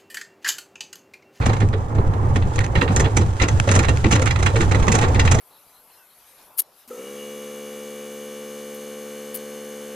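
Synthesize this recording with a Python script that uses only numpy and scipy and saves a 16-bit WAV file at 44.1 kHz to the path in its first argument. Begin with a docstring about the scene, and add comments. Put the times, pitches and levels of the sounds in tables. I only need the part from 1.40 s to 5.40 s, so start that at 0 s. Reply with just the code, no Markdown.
"""Bobsled run, heard from the nose

Uneven ice makes the hull boom near 100 Hz. Each jolt knocks the shell and sets loose fittings
chattering; the hard ones add a metal clank or a hollow panel thud, and a few sharp ticks stand out.
Underneath, the runners scrape and hiss, the hiss growing as the sled gathers speed.
It all arrives through the two ports of a small camera fixed to the sled."""
import sys
import numpy as np
from scipy import signal
from scipy.fft import rfft, irfft, next_fast_len
from scipy.io import wavfile
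from scipy.ndimage import uniform_filter1d, minimum_filter1d

SR = 44100
rng = np.random.default_rng(int(sys.argv[2]) if len(sys.argv) > 2 else 0)


def waveform_to_disk(signal):
    """Save audio, clipped to [-1, 1], as 16-bit WAV at the path in sys.argv[1]."""
    frames = np.transpose(np.atleast_2d(signal))
    scaled = np.clip(frames, -1, 1) * 32767
    samples = np.round(scaled).astype(np.int16)
    wavfile.write(sys.argv[1], SR, samples)


N = 176400
SIZE = next_fast_len(N + SR // 4, True)
FREQS = np.arange(SIZE // 2 + 1) * SR / SIZE
TIME = np.arange(N) / SR

# Cue levels are ahead of the faders and EQ.
# swells of the hull's boom: t/s, level/dB
BOOM_SWELLS = [(0.0, -10), (0.03, -24.5), (0.07, -12.5), (0.18, -23), (0.24, -13), (0.34, -22), (0.36, -20),
               (0.5, -27.5), (0.6, -11.5), (0.62, -24.5), (0.7, -11), (0.73, -23), (0.96, -14.5),
               (1.01, -19), (1.05, -14.5), (1.14, -28), (1.19, -14), (1.29, -28), (1.31, -15.5),
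               (1.34, -28), (1.38, -10.5), (1.4, -24), (1.66, -14), (1.69, -29.5), (1.77, -13),
               (1.96, -21.5), (1.98, -40), (2.02, -12), (2.08, -25), (2.13, -14), (2.21, -15.5),
               (2.26, -28), (2.28, -18), (2.38, -13.5), (2.46, -21.5), (2.48, -13), (2.63, -21), (2.66, -9),
               (2.68, -27), (2.73, -14.5), (2.8, -17.5), (3.04, -17.5), (3.07, -13), (3.12, -26),
               (3.14, -16), (3.39, -15), (3.43, -11), (3.45, -23), (3.5, -14.5), (3.58, -19.5), (3.93, -12),
               (4.0, -18.5)]
# jolts: t/s, chatter length/s, knock/dB, clatter/dB, metal/dB,
# centre of a faint, arbitrary tint in the clatter f/Hz, unscaled leftward pan/dB
JOLTS = [(0.011, 0.035, -49, -31, -61, 1440, -1), (0.059, 0.01, -13, -22.5, -28, 1700, -3.5),
         (0.091, 0.015, -15.5, -27.5, -41, 1660, 2), (0.13, 0.01, -19, -28, -37.5, 1740, -4),
         (0.164, 0.011, -24, -34, -44, 2150, 0), (0.202, 0.0091, -28, -28.5, -38, 2130, -7),
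         (0.216, 0.0095, -15.5, -27.5, -56, 1830, -1), (0.33, 0.012, -21.5, -29, -66, 1400, -8),
         (0.548, 0.011, -21, -39.5, -50.5, 1520, -5), (0.582, 0.0083, -19, -37.5, -61, 1210, -10),
         (0.736, 0.0095, -25, -38.5, -56, 1410, -16), (0.958, 0.0096, -17.5, -23.5, -35, 2230, -2.5),
         (1.021, 0.0071, -40, -31.5, -57, 2670, 3), (1.157, 0.0072, -21.5, -34, -33, 1210, -6),
         (1.18, 0.0077, -16, -26, -45, 1960, 8), (1.204, 0.011, -28, -27.5, -39, 1530, -8),
         (1.239, 0.01, -33, -29, -35, 1800, 1), (1.353, 0.011, -14, -20.5, -39.5, 1850, -6),
         (1.37, 0.02, -23, -28.5, -45, 1330, 2), (1.411, 0.011, -16, -17.5, -37.5, 1320, -5),
         (1.425, 0.0054, -20, -36, -34, 1290, 3), (1.476, 0.015, -46, -26.5, -52, 1340, -8),
         (1.505, 0.005, -20, -30, -55, 1210, 18), (1.562, 0.01, -15, -22.5, -26, 1880, -9),
         (1.596, 0.014, -13, -21, -23.5, 1760, -2.5), (1.64, 0.024, -18, -26.5, -46, 2900, -6),
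         (1.767, 0.012, -13, -20.5, -21.5, 2230, -6.5), (1.809, 0.012, -19.5, -29.5, -35.5, 1900, -1),
         (1.997, 0.033, -27, -24.5, -39, 2100, -10), (2.015, 0.013, -15, -19, -25, 3920, 14),
         (2.031, 0.013, -17.5, -21, -32.5, 2420, 4), (2.084, 0.0048, -25, -19, -24.5, 2020, 1),
         (2.274, 0.0097, -12, -28.5, -34, 1790, 0), (2.289, 0.0035, -29, -16, -27, 2540, 6),
         (2.315, 0.0075, -14.5, -20.5, -21, 1430, -8), (2.338, 0.018, -19, -24, -31, 1500, -3),
         (2.353, 0.012, -7.5, -21.5, -20.5, 1610, 0), (2.391, 0.0071, -13, -18.5, -23, 1750, -3),
         (2.425, 0.016, -34, -28, -35.5, 1200, -1), (2.445, 0.0098, -22, -22, -35, 2700, -4),
         (2.483, 0.015, -13, -21.5, -29.5, 1940, -7), (2.643, 0.0043, -10.5, -18.5, -33, 1950, 6),
         (2.657, 0.011, -23, -26, -40, 2630, 7), (2.709, 0.017, -12.5, -22, -24.5, 2260, -3),
         (2.724, 0.014, -15.5, -19, -22, 2920, 8), (2.752, 0.014, -13.5, -20.5, -26, 1420, 2),
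         (2.792, 0.0078, -39, -26.5, -35, 1360, 0), (2.817, 0.012, -14.5, -24, -27, 2160, -3.5),
         (2.857, 0.017, -28, -24, -31.5, 1300, -4), (2.873, 0.0082, -53, -20, -32, 2100, -5),
         (2.907, 0.0053, -45, -18.5, -27, 2140, -2), (2.958, 0.006, -40, -22.5, -37, 1330, -5),
         (2.99, 0.017, -24, -32, -37.5, 1940, -4), (3.026, 0.0072, -16, -22, -26, 1360, -4.5),
         (3.061, 0.0098, -28, -16, -27, 1650, -7), (3.159, 0.0093, -16.5, -21.5, -32, 1430, -0.5),
         (3.205, 0.015, -43, -21.5, -31, 1440, -3), (3.221, 0.0115, -18, -28, -38, 1760, 2),
         (3.312, 0.014, -16, -22.5, -31.5, 2130, -5), (3.344, 0.015, -16, -24, -35.5, 1970, -5),
         (3.395, 0.0099, -45, -31.5, -37.5, 1180, 3), (3.425, 0.012, -20, -27, -35.5, 2100, -5),
         (3.467, 0.0068, -12.5, -30, -35, 1200, -1), (3.48, 0.0048, -4.5, -17, -23, 1950, -5),
         (3.519, 0.012, -19.5, -21, -22, 2430, -4.5), (3.541, 0.013, -8.5, -24.5, -27, 1240, 5),
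         (3.55, 0.008, -24.5, -18.5, -21, 3260, -12), (3.585, 0.0076, -23, -20.5, -26.5, 1890, -3.5),
         (3.612, 0.021, -41, -24, -32, 1900, -3), (3.628, 0.024, -16, -24, -39, 1140, -2),
         (3.641, 0.013, -23.5, -27, -43, 1310, 11), (3.681, 0.0077, -33, -32, -36.5, 1370, -5),
         (3.746, 0.019, -19, -26, -41, 2500, 3), (3.794, 0.0078, -43, -15, -22.5, 1900, 3.5),
         (3.849, 0.016, -16, -26.5, -31, 1380, -1), (3.876, 0.0017, -39, -12.5, -28, 2400, 6),
         (3.913, 0.011, -15.5, -19, -18.5, 2420, -4.5), (3.944, 0.0091, -12.5, -26, -26.5, 1240, -4),
         (3.983, 0.013, -18, -29, -34.5, 1840, -5)]
# square blows on a metal fitting: t/s, level/dB, centre of the ring f/Hz
CLANKS = [(1.355, -26, 2760), (1.413, -25, 2730), (1.429, -27.5, 1400), (1.565, -26, 7600),
          (1.645, -27, 2230), (1.768, -33, 5500), (2.485, -27.5, 3330), (2.725, -19, 3450),
          (2.875, -30, 2800), (2.909, -26, 4260), (3.064, -23, 4000), (3.798, -22, 1920),
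          (3.802, -26, 4660)]
# hollow thuds of the shell's panels: t/s, f/Hz, level/dB
THUDS = [(.062, 234, -22.5), (.098, 472, -32.5), (.22, 242, -21), (0.224, 392, -26), (.338, 440, -23.5),
         (0.586, 411, -25.5), (0.589, 263, -30.5), (.96, 308, -24.5), (1.369, 167.5, -18.5),
         (1.416, 266, -19.5), (1.419, 468, -19.5), (1.495, 177.4, -15.5), (1.589, 321, -28.5),
         (1.654, 450, -24), (1.77, 207, -19.5), (1.79, 334, -22.5), (2.025, 292.6, -22), (2.272, 550, -23),
         (2.299, 238, -19.5), (2.35, 497, -27), (2.376, 279, -25), (2.646, 319.4, -14.5), (2.665, 220, -18),
         (2.721, 289, -20), (2.723, 194, -16), (2.791, 529, -24), (3.135, 529, -24), (3.165, 444, -22.5),
         (3.199, 319, -19), (3.479, 245, -26), (3.61, 852, -22)]
# sharp hard contacts: t/s, click level/dB, snap level/dB
TICKS = [(0.2886, -32, -31), (0.97, -23, -36), (1.191, -12, -34), (1.2645, -24.5, -30), (1.563, -25, -9),
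         (2.2001, -7.5, -17), (2.3147, -16.5, -11), (2.362, -19, -18), (2.392, -32, -12),
         (2.573, -20.5, -30), (2.859, -31, -18), (3.519, -16, -15), (3.615, -18, -33), (3.747, -19, -34)]
# runners on the ice: t/s, scrape level/dB, hiss level/dB
GLIDE = [(0, -29.5, -41), (.28, -38, -43), (.46, -34.5, -48.5), (.62, -31.5, -47), (.88, -31.5, -44.5),
         (1.12, -34.5, -40.5), (1.3, -34.5, -42.5), (1.55, -28.5, -37), (1.92, -37, -39),
         (2.24, -34.5, -34.5), (2.6, -36.5, -35.5), (2.8, -34, -40.5), (3.0, -32.5, -38),
         (3.25, -30.5, -33.5), (3.42, -30, -36.5), (3.7, -28.5, -36.5), (4, -30.5, -37)]
# modes of the fittings: f/Hz, t60/s, relative level/dB
FITTING_MODES = [(940, 0.081, -2.5), (1389, 0.16, -2), (1859, 0.1, 2.5), (1980, 0.12, -3), (2787, 0.08, 7),
                 (3355, 0.073, 0), (3974, 0.091, -3.5), (4560, 0.066, -9.5), (5085, 0.11, -5),
                 (6080, 0.076, -2), (7240, 0.13, -6)]
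# EQ curve of each layer: f/Hz, relative level/dB
BOOM_EQ = [(8, -13.5), (15, -3), (28, -25), (45, -22), (58, -5), (80, -5.5), (102, -0.5), (122, -6.5),
           (145, -13.5), (175, -20.5), (260, -30), (500, -80)]
KNOCK_EQ = [(90, -14.5), (170, -0.5), (300, -2.5), (400, -3.5), (480, -1.5), (650, -9.5), (870, -4.5),
            (1200, -10), (2500, -56)]
CLATTER_EQ = [(400, -38.5), (850, -0.5), (1300, 2), (1550, 0), (1950, 1), (2500, -1.5), (2800, -6.5),
              (3100, -8), (4000, -6.5), (4800, -16), (7000, -40), (12000, -60)]
METAL_EQ = [(2000, -26), (3800, -6), (4800, -8), (5500, 1.5), (6800, 4.5), (8000, -2.5), (9400, -7),
            (10500, -16), (12000, -28.5), (13500, -32), (15000, -45)]
TICK_EQ = [(500, 0.5), (1500, 14), (2400, 11.5), (4000, -4), (7000, 4), (9500, -8.5), (12000, -20),
           (15000, -38)]
SCRAPE_EQ = [(90, -23), (170, -5), (300, 0.5), (400, -3), (480, 0), (650, -8.5), (870, -1.5), (1100, -5),
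             (1500, -15.5), (2200, -24.5), (4000, -49)]
HISS_EQ = [(700, -39), (1400, 10), (2000, -1.5), (3000, -1.5), (4700, -7), (6800, -2.5), (8500, -7.5),
           (10000, -12.5), (12800, -26), (14500, -70)]
# phase between the camera's ports: f/Hz, lead of the left/rad
PORT_PHASE = [(0, 0), (750, 0.2), (1050, 4), (1400, 4), (1800, 0.58), (2500, 1.5), (2800, -2), (3400, 1.42),
              (4500, 0.1), (5600, -2), (7200, -2), (9300, -2), (10300, -4.5)]
# balance between the ports: f/Hz, left minus right/dB
PORT_BALANCE = [(60, -2), (180, -1.5), (400, -0.5), (600, -1), (900, -4), (1400, -5), (2000, -2),
                (2800, -0.5), (4000, 0.5), (5000, 4), (6200, 0), (7100, -2.5), (8200, -11), (10000, -8.5),
                (12000, -4)]

BOOM_DB, KNOCK_DB, CLATTER_DB, METAL_DB, THUD_DB = 0.5, -3.5, -1, -0.5, 2  # faders
CLICK_DB, SNAP_DB, SCRAPE_DB, HISS_DB = 4, 1.5, 3, -4
BOOM_EVENNESS, CHATTER_EVENNESS = 0.59, 0.5  # 0 untouched, 1 flat
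LEAD_S, ATTACK_S, RELEASE_S = 0.01, 0.002, 0.004  # chatter envelope
GRAINS_PER_S, GRAIN_SCATTER_DB, PAN_CENTRE_DB = 1500, 4.2, 1.5
TINT_DB, TINT_T60_S = -18, 0.018
MODE_SCATTER_DB, MODE_DETUNE, CLANK_SPREAD_OCTAVES = 1.5, 0.01, 0.6
THUD_RISE_S, THUD_T60_S, TICK_DECAY_S = 0.0067, 0.14, 0.00065
GRIT_PER_S, GRIT_SCATTER_DB, GRIT_DB = 70, 4, -6
CEILING, TOP_HZ = 0.9, 15000


def hull():
    """Uneven ice shakes the hull's low resonances, which swell and sink with the bumps."""
    boom = unit(eq(noise_pair(apart_db=-14), BOOM_EQ))
    power = np.mean(np.abs(signal.hilbert(boom)) ** 2, axis=0)
    envelope = np.sqrt(uniform_filter1d(power, size=700))
    compressed = unit(boom / envelope ** BOOM_EVENNESS)
    return compressed * undb(ride(BOOM_SWELLS, column=1) + BOOM_DB)


def rattles():
    """Every jolt gives a dull knock, a noisy clatter of fittings and a bright metal edge."""
    knocks, clatter, metal = np.zeros((3, 2, N))
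    for cue, length, knock_db, clatter_db, metal_db, tint_hz, pan_db in JOLTS:
        start = cue - LEAD_S  # the chatter builds just ahead of the main contact
        pan = pan_db - PAN_CENTRE_DB
        tint = undb(TINT_DB) * mode(TIME[:SR // 8], tint_hz, TINT_T60_S)
        body = shell(tail_db=-3.5, t60=0.13) + fittings(db=-14) + tint
        edge = shell(tail_db=-10, t60=0.099) + fittings(db=-6)
        hollow = shell(tail_db=3, t60=0.37)
        add(knocks, start, undb(KNOCK_DB + knock_db) * chatter(length, hollow, 0, apart_db=-10))
        add(clatter, start, undb(CLATTER_DB + clatter_db) * chatter(length, body, 0.94 * pan, -6))
        add(metal, start, undb(METAL_DB + metal_db) * chatter(length, edge, 0.67 * pan, -8))
    return eq(narrow(knocks, width=0.39), KNOCK_EQ) + eq(clatter, CLATTER_EQ) + eq(metal, METAL_EQ)


def chatter(length, response, pan_db, apart_db):
    """A cluster of tiny contacts builds, holds and dies away, exciting a ringing body."""
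    t = TIME[:SR // 18] - LEAD_S
    attack = np.minimum(t - ATTACK_S, 0) / ATTACK_S
    release = np.maximum(t - length + ATTACK_S, 0) / RELEASE_S
    fade = np.exp((attack - release) / 2)  # applied before and after whitening
    grains = np.repeat(rng.standard_normal(len(t)), SR // GRAINS_PER_S)[:len(t)]
    noise = rng.standard_normal(len(t)) + undb(apart_db) * rng.standard_normal((2, len(t)))
    contacts = fade * whiten(fade * undb(GRAIN_SCATTER_DB * grains) * noise)
    sound = unit_energy(signal.fftconvolve(contacts, response, axes=1))
    pan_gains = unit(undb(np.array([[pan_db], [-pan_db]]) / 2))
    return sound * np.sqrt((length + ATTACK_S) * SR) * pan_gains


def shell(tail_db, t60):
    """The shell struck at one spot: the blow itself and a short, dense ring."""
    t = TIME[:SR // 8]
    response = undb(tail_db) * unit_energy(rng.standard_normal((2, len(t))) * decay(t, t60))
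    response[:, 0] += 1
    return response


def fittings(db, centre_hz=None):
    """Loose metal rings, seated differently at each blow; a square hit favours modes near one pitch."""
    t, ring = TIME[:SR // 8], 0
    for hz, t60, level in FITTING_MODES:
        favour = np.exp(-0.5 * (np.log2(hz / centre_hz) / CLANK_SPREAD_OCTAVES) ** 2) if centre_hz else 1
        strength = rng.choice([-1, 1]) * undb(level + MODE_SCATTER_DB * rng.standard_normal())
        detuned_hz = hz * (1 + MODE_DETUNE * rng.standard_normal())
        ring = ring + favour * strength * mode(t, detuned_hz, t60)
    return undb(db) * unit_energy(ring)


def mode(t, hz, t60):
    """One fading partial that reaches each port in its own phase."""
    phase = rng.uniform(-0.55, 1, (2, 1))
    return unit_energy(np.cos(2 * np.pi * hz * t + phase) * decay(t, t60))


def clanks():
    """Square blows make a metal fitting ring out briefly."""
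    out = np.zeros((2, N))
    for start, db, hz in CLANKS:
        add(out, start, np.sqrt(SR // 100) * fittings(db, centre_hz=hz))  # energy of 10 ms at this level
    return out


def thuds():
    """Hard bumps make one panel of the shell ring briefly, with an unsteady pitch."""
    out, t = np.zeros((2, N)), TIME[:SR // 6]
    envelope = np.minimum(t / THUD_RISE_S, 1) * decay(np.maximum(t - 2 * THUD_RISE_S, 0), THUD_T60_S)
    for start, hz, db in THUDS:
        drift = uniform_filter1d(rng.standard_normal(len(t)), size=300)
        wobble_rad = unit(uniform_filter1d(drift, size=150))
        add(out, start, undb(THUD_DB + db) * envelope * np.sin(2 * np.pi * hz * t + wobble_rad))
    return out


def ticks():
    """Hard contacts close to the camera: a click and a bright snap, almost dry."""
    clicks, snaps = np.zeros((2, 2, N))
    t = TIME[:SR // 100]
    fade = np.exp(-t / TICK_DECAY_S / 2)
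    for start, click_db, snap_db in TICKS:
        for track, db in ((clicks, CLICK_DB + click_db), (snaps, SNAP_DB + snap_db)):
            burst = fade * whiten(fade * rng.standard_normal((1, len(t))))
            contact = unit_energy(burst) * np.sqrt(TICK_DECAY_S * SR / 2)
            tick = signal.fftconvolve(contact, shell(tail_db=-12, t60=0.036), axes=1)
            add(track, start, undb(db) * tick)
    return eq(clicks, TICK_EQ) + eq(snaps, METAL_EQ)


def runners():
    """Steel on ice lays the bed: a rough low scrape, a fine hiss and crackling grit."""
    scrape = eq(noise_pair(apart_db=-4) * unit(undb(1.4 * flutter(70))), SCRAPE_EQ)
    hiss = eq(noise_pair(apart_db=3.5) * unit(undb(2.1 * flutter(60) + flutter(740))), HISS_EQ)
    scrape_gain = undb(ride(GLIDE, column=1) + SCRAPE_DB)
    hiss_gain = undb(ride(GLIDE, column=2) + HISS_DB)
    return scrape * scrape_gain + (hiss + undb(GRIT_DB) * grit()) * hiss_gain


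def grit():
    """Crumbs of ice crack under the runners: small ticks at random moments."""
    cracks = rng.random(N) < GRIT_PER_S / SR
    crumbs = cracks * undb(GRIT_SCATTER_DB * np.clip(rng.standard_normal(N), -2, 2))
    crackle = signal.fftconvolve(crumbs[None], shell(tail_db=4, t60=0.016), axes=1)[:, :N]
    return unit(eq(crackle, HISS_EQ))


def noise_pair(apart_db):
    """Noise common to both ports plus a part that each has alone."""
    return unit(rng.standard_normal(N) + undb(apart_db) * rng.standard_normal((2, N)))


def flutter(rate):
    """Glide to a new random value, rate times a second; rms 1."""
    step = SR // rate
    return unit(uniform_filter1d(np.repeat(rng.standard_normal(N // step + 1), step), step)[:N])


def decay(t, t60):
    """A tail that falls 60 dB in t60 seconds."""
    return np.exp(-np.log(1000) * t / t60)


def ride(table, column):
    """A fader ride: one column of a cue table at every sample."""
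    rows = np.array(table)
    return np.interp(TIME, rows[:, 0], rows[:, column])


def over_frequency(table):
    """A table of f/Hz, level/dB at every frequency."""
    hz, db = np.array(table).T
    return np.interp(np.log(FREQS + 1), np.log(hz), db)


def eq(x, table):
    """Minimum-phase EQ; white noise keeps its power."""
    cepstrum = irfft(np.log(unit(undb(over_frequency(table)))), SIZE)
    cepstrum[1:SIZE // 2] *= 2
    cepstrum[SIZE // 2 + 1:] = 0
    return irfft(rfft(x, SIZE) * np.exp(rfft(cepstrum)), SIZE)[..., :N]


def whiten(x):
    """Partly flatten the spectrum of a cluster of contacts so it has no pitch of its own."""
    spectrum = rfft(x)
    power = np.mean(np.abs(spectrum) ** 2, axis=0)
    return irfft(spectrum / (power + 1e-12) ** (CHATTER_EVENNESS / 2), x.shape[-1])


def narrow(pair, width):
    """Pull the stereo image towards the centre."""
    mid = pair.mean(axis=0)
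    return mid + width * (pair - mid)


def limit(x):
    """Duck both channels for a few milliseconds around peaks above the ceiling."""
    gain = CEILING / np.maximum(np.abs(x).max(axis=0), CEILING)
    return x * uniform_filter1d(minimum_filter1d(gain, size=161), size=161)


def add(track, start, sound):
    """Mix a sound into a stereo track at a time in seconds."""
    i = int(np.clip(start * SR, 0, N - 1))
    track[:, i:i + sound.shape[-1]] += sound[..., :N - i]


def undb(db):
    """Decibels to gain."""
    return 10 ** (np.asarray(db) / 20)


def unit(x):
    """Scale to rms 1."""
    return x / np.sqrt(np.mean(x ** 2))


def unit_energy(x):
    """Scale each channel to energy 1."""
    return x / np.sqrt(np.sum(x ** 2, axis=-1, keepdims=True))


def scene():
    """The mix: boom and runners throughout, with the impacts on top."""
    return hull() + runners() + rattles() + clanks() + thuds() + ticks()


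def record(dry):
    """The housing gives each port its own level and phase; a limiter and a high cut follow."""
    hz, radians = np.array(PORT_PHASE).T
    lead = np.interp(FREQS, hz, radians)
    balance = over_frequency(PORT_BALANCE)
    gains = undb(np.array([balance, -balance]) / 2)
    gains /= np.sqrt(np.mean(gains ** 2, axis=0))
    ports = gains * np.exp(1j * np.array([lead, -lead]) / 2)
    heard = irfft(rfft(dry, SIZE) * ports, SIZE)[:, :N]
    high_cut = signal.ellip(8, 0.2, 70, TOP_HZ, fs=SR, output="sos")
    return signal.sosfilt(high_cut, limit(heard))


dry = scene()
out = record(dry)
waveform_to_disk(out)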